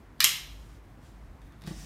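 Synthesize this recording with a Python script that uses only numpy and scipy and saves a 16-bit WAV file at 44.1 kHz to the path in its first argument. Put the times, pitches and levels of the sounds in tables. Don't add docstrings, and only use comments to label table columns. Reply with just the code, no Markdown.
import sys
import numpy as np
from scipy import signal
from scipy.fft import rfft, irfft, next_fast_len
from scipy.io import wavfile
from scipy.ndimage import uniform_filter1d

SR = 44100
rng = np.random.default_rng(int(sys.argv[2]) if len(sys.argv) > 2 else 0)


def pcm_store(signal):
    levels = np.round(np.clip(np.atleast_2d(signal), -1, 1) * 32767)
    wavfile.write(sys.argv[1], SR, levels.astype(np.int16).T)


def decibels_to_gain(level_db):
    exponent = np.asarray(level_db, float) / 20
    return 10 ** exponent


N = 81585


def unit(x):
    return x / np.sqrt(np.mean(x ** 2) + 1e-20)


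def along(points, hz):
    f, v = np.transpose(points)
    return np.interp(np.log(hz + 1), np.log(f + 1), v)


def level(rows):
    s, db = np.transpose(rows)
    return decibels_to_gain(np.interp(np.arange(N) / SR, s, db))


def filtered(x, response):
    m = next_fast_len(len(x) + SR // 2)
    return irfft(rfft(x, m) * response(np.fft.rfftfreq(m, 1 / SR)), m)[:len(x)]


def peak(f, hz, width):
    return 1j * f * width / (hz * hz - f * f + 1j * f * width)


def rush(spectrum, patchy_db):
    z = signal.stft(rng.standard_normal(N), nperseg=512)[2]
    patches = uniform_filter1d(rng.standard_normal(z.shape), 6, 0)
    patches = uniform_filter1d(patches, 10, 1)
    x = signal.istft(z * decibels_to_gain(patchy_db * unit(patches)), nperseg=512)[1][:N]
    return unit(filtered(x, lambda hz: decibels_to_gain(along(spectrum, hz))))


def clicks(contacts, body, rattle_s, rattle_db):
    scatter_db, detune = 1.5, .03
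    out = np.zeros(N + SR)
    t = np.arange(SR // 20) / SR
    for s, db, tilt in contacts:
        blow = decibels_to_gain(rattle_db - 60 * t / rattle_s) * rng.standard_normal(len(t))
        blow[0] = 1
        vary = rng.normal(0, scatter_db, len(body))
        bend = 1 + rng.normal(0, detune, len(body))

        def plastic(f):
            total = 0
            for k, (hz, width, gain_db) in enumerate(body):
                gain = decibels_to_gain(gain_db + vary[k] + tilt * np.log2(hz / 4000))
                total = total + (-1) ** k * gain * peak(f, hz * bend[k], width)
            return total

        ring = filtered(blow, plastic)
        out[round(s * SR):][:len(t)] += decibels_to_gain(db) * ring / np.abs(ring).max()
    return out[:N]


def clamp_opens():
    # start in seconds, peak level in dB, brightness in dB per octave.
    contacts = [
        (.2039, -10.5, -1),
        (.2046, -11, -1),
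        (.2056, -6, -2),
        (.2064, -8, 3.5),
        (.2074, -28, -2.5),
        (.2114, -28.5, 2.5),
        (.2128, -21, 10.5),
    ]
    # frequency in Hz, width in Hz, level in dB.
    lever = [(1174, 510, -8), (1493, 770, -5.5), (2220, 620, -7), (3530, 530, -3.5), (4360, 340, 1),
             (5700, 410, -2), (8620, 1500, -11), (9916, 1300, -13), (12200, 1100, -9), (14500, 850, -23)]
    return clicks(contacts, lever, rattle_s=.002, rattle_db=-18)


def clamp_shuts():
    # start in seconds, peak level in dB, brightness in dB per octave.
    contacts = [
        (.2421, -2, 9.5),
        (.2427, -3.5, 1),
        (.2442, 0.5, -2),
        (.2449, -13.5, -5),
        (.2499, -6, 2),
        (.2552, -24, -6),
        (.2575, -18.5, -3.5),
        (.2615, -16.5, 8),
        (.2690, -25, 1.5),
        (.292, -20, 1.5),
    ]
    # frequency in Hz, width in Hz, level in dB.
    seat = [(270, 230, -32), (650, 400, -25), (1084, 190, -12), (2165, 200, -1.5), (3090, 250, 2),
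            (4173, 620, -3), (5330, 330, 3.5), (6400, 1500, -1.5), (8800, 2200, -3.5), (12120, 1200, 0),
            (12600, 820, -1.5), (14990, 2300, -18.5)]
    return clicks(contacts, seat, rattle_s=.002, rattle_db=-18)


def release_ticks():
    # start in seconds, peak level in dB, brightness in dB per octave.
    contacts = [(.181, -56, 7), (.1955, -46, -4), (.198, -53, -1), (1.4172, -52.5, -15),
                (1.468, -55.5, -5.5), (1.5225, -50, -6), (1.6118, -53.5, 2), (1.6195, -41, -14),
                (1.6382, -41.5, -4), (1.648, -68, -2), (1.6642, -41, -9.5), (1.6672, -43, -5),
                (1.6745, -31, -9), (1.682, -53, 0), (1.691, -52, -2), (1.72, -63, -4)]
    # frequency in Hz, width in Hz, level in dB.
    button = [(1030, 1700, -5), (2200, 430, 1), (3480, 690, 7), (5500, 2000, -10), (9610, 2000, -11.5),
              (13000, 3000, -23)]
    return clicks(contacts, button, rattle_s=.014, rattle_db=-5)


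def thuds():
    # start in seconds, level in dB.
    knocks = [
        (1.642, -38.5),
        (1.6535, -40.5),
        (1.673, -28),
        (1.706, -27),
        (1.745, -60),
        (1.786, -60),
        (1.825, -43),
    ]
    # frequency in Hz, level in dB, T60 in seconds.
    frame = [(168.2, 9.5, 0.059), (194, -2, 0.061), (319, -3, 0.085), (453, -6, 0.034), (673, -9.5, 0.028),
             (875, -20, 0.098), (1157, -9, 0.034)]
    rise_s = .012
    out = np.zeros(N + SR)
    t = np.arange(SR // 4) / SR
    for s, db in knocks:
        ring = 0
        for hz, gain_db, t60 in frame:
            decay = decibels_to_gain(gain_db + rng.normal(0, 1) - 60 * t / t60)
            ring = ring + decay * np.sin(2 * np.pi * hz * t)
        out[round(s * SR):][:len(t)] -= decibels_to_gain(db) * ring * (1 - np.exp(-t / rise_s))
    return out[:N]


def friction():
    # time in seconds, level in dB.
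    sleeve = [(.35, -90), (.6, -69), (.76, -68.5), (.82, -82), (.99, -87.5), (1.03, -68), (1.065, -64.5),
              (1.12, -71.5), (1.2, -78), (1.43, -80), (1.47, -74.5), (1.5, -95.5), (1.6, -82)]
    # frequency in Hz, density in dB per Hz.
    cloth = [(800, -34), (2500, -3), (5000, -2), (9000, -6), (12500, -15), (16000, -14.5)]
    # time in seconds, level in dB.
    tube = [(1.6, -94.5), (1.655, -71), (1.668, -53.5), (1.75, -56), (1.795, -51.5), (1.85, -53)]
    # frequency in Hz, density in dB per Hz.
    slide = [(500, -34), (1200, -10), (2500, -7.5), (4000, -7.5), (5400, -1), (7000, -6), (9700, -9),
             (10500, -18), (16000, -15.5)]
    grit = decibels_to_gain(0.84 * unit(uniform_filter1d(rng.standard_normal(N), size=60)))
    rustle = level(sleeve) * rush(cloth, patchy_db=1.2)
    hiss = level(tube) * rush(slide, patchy_db=1.2)
    return grit * (rustle + hiss)


def shop(x, wet_db):
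    # frequency in Hz, T60 in seconds.
    decay = [(300, .4), (1000, 0.53), (2200, 0.44), (4000, 0.48), (8000, 0.32), (14000, 0.31)]
    # frequency in Hz, level in dB.
    colour = [(500, 0.5), (1200, -2.5), (2500, 4), (5000, -2), (9000, -1.5), (12000, -3), (15600, -3),
              (16000, -25.5)]
    late_db, late_t60_s = -25.5, 1
    first_wall_s = .0022
    hz, t, z = signal.stft(rng.standard_normal(SR), SR, nperseg=256)
    fall = decibels_to_gain(-60 * t / along(decay, hz)[:, None]) + decibels_to_gain(late_db - 60 * t / late_t60_s)
    tail = signal.istft(z * fall * decibels_to_gain(along(colour, hz))[:, None], SR, nperseg=256)[1]
    tail = np.pad(tail / np.linalg.norm(tail), (round(first_wall_s * SR), 0))
    return x + decibels_to_gain(wet_db) * signal.fftconvolve(x, tail)[:N]


def ventilation():
    # frequency in Hz, density in dB per Hz.
    air_colour = [(44, -46), (80, -9.5), (200, -14), (480, -20), (1000, -21.5), (2200, -29), (3200, -37.5),
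                  (16500, -55.5)]
    # time in seconds, rumble level in dB.
    swells = [(0.0, -37), (0.024, -53), (0.396, -59.5), (0.432, -49), (0.546, -44.5), (0.978, -55),
              (0.994, -55.5), (1.226, -47), (1.35, -44.5), (1.374, -58.5), (1.458, -44), (1.54, -56.5),
              (1.668, -46.5), (1.704, -51), (1.776, -42), (1.85, -49)]
    duct_hz, duct_width_hz = 51.7, 12
    hum_hz, hum_width_hz = 147.35, 2.7
    rumble = unit(filtered(rng.standard_normal(N), lambda f: peak(f, duct_hz, duct_width_hz) ** 2))
    rumble = rumble / np.sqrt(np.abs(uniform_filter1d(rumble ** 2, size=2600)) + .05)
    hum = unit(filtered(rng.standard_normal(N), lambda f: peak(f, hum_hz, hum_width_hz) ** 2))
    air = rush(air_colour, patchy_db=.8)
    return decibels_to_gain(-57.5) * air + level(swells) * rumble + decibels_to_gain(-62) * hum


def street():
    # time in seconds, level in dB.
    traffic = [(0.0, -54), (0.11, -61), (0.212, -56), (0.254, -57), (0.288, -60.5), (0.778, -55.5),
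               (0.81, -62), (0.85, -55), (1.402, -58.5), (1.466, -52), (1.546, -59), (1.6, -55.5)]
    # frequency in Hz, density in dB per Hz.
    tyres = [(50, -17), (90, 11), (150, 1), (230, 0), (340, 0), (450, -34.5)]
    return level(traffic) * rush(tyres, patchy_db=.8)


def scene():
    clamp = shop(clamp_opens(), wet_db=-0.5) + shop(clamp_shuts(), wet_db=-4.5)
    handle = shop(release_ticks(), wet_db=-1) + shop(thuds(), wet_db=-9.5)
    return (clamp + handle + friction() + ventilation() + street())[None]


def top_cut(x):
    return signal.sosfilt(signal.butter(12, 16780, fs=SR, output="sos"), x)


def record(dry):
    ceiling, top_hz = .98, 15800
    x = dry[0] / (1 + np.abs(dry[0] / ceiling) ** 6) ** (1 / 6)
    mix = filtered(x, lambda hz: 1 / (1 + (hz / top_hz) ** 60))[None]
    return top_cut(mix)


dry = scene()
out = record(dry)
pcm_store(out)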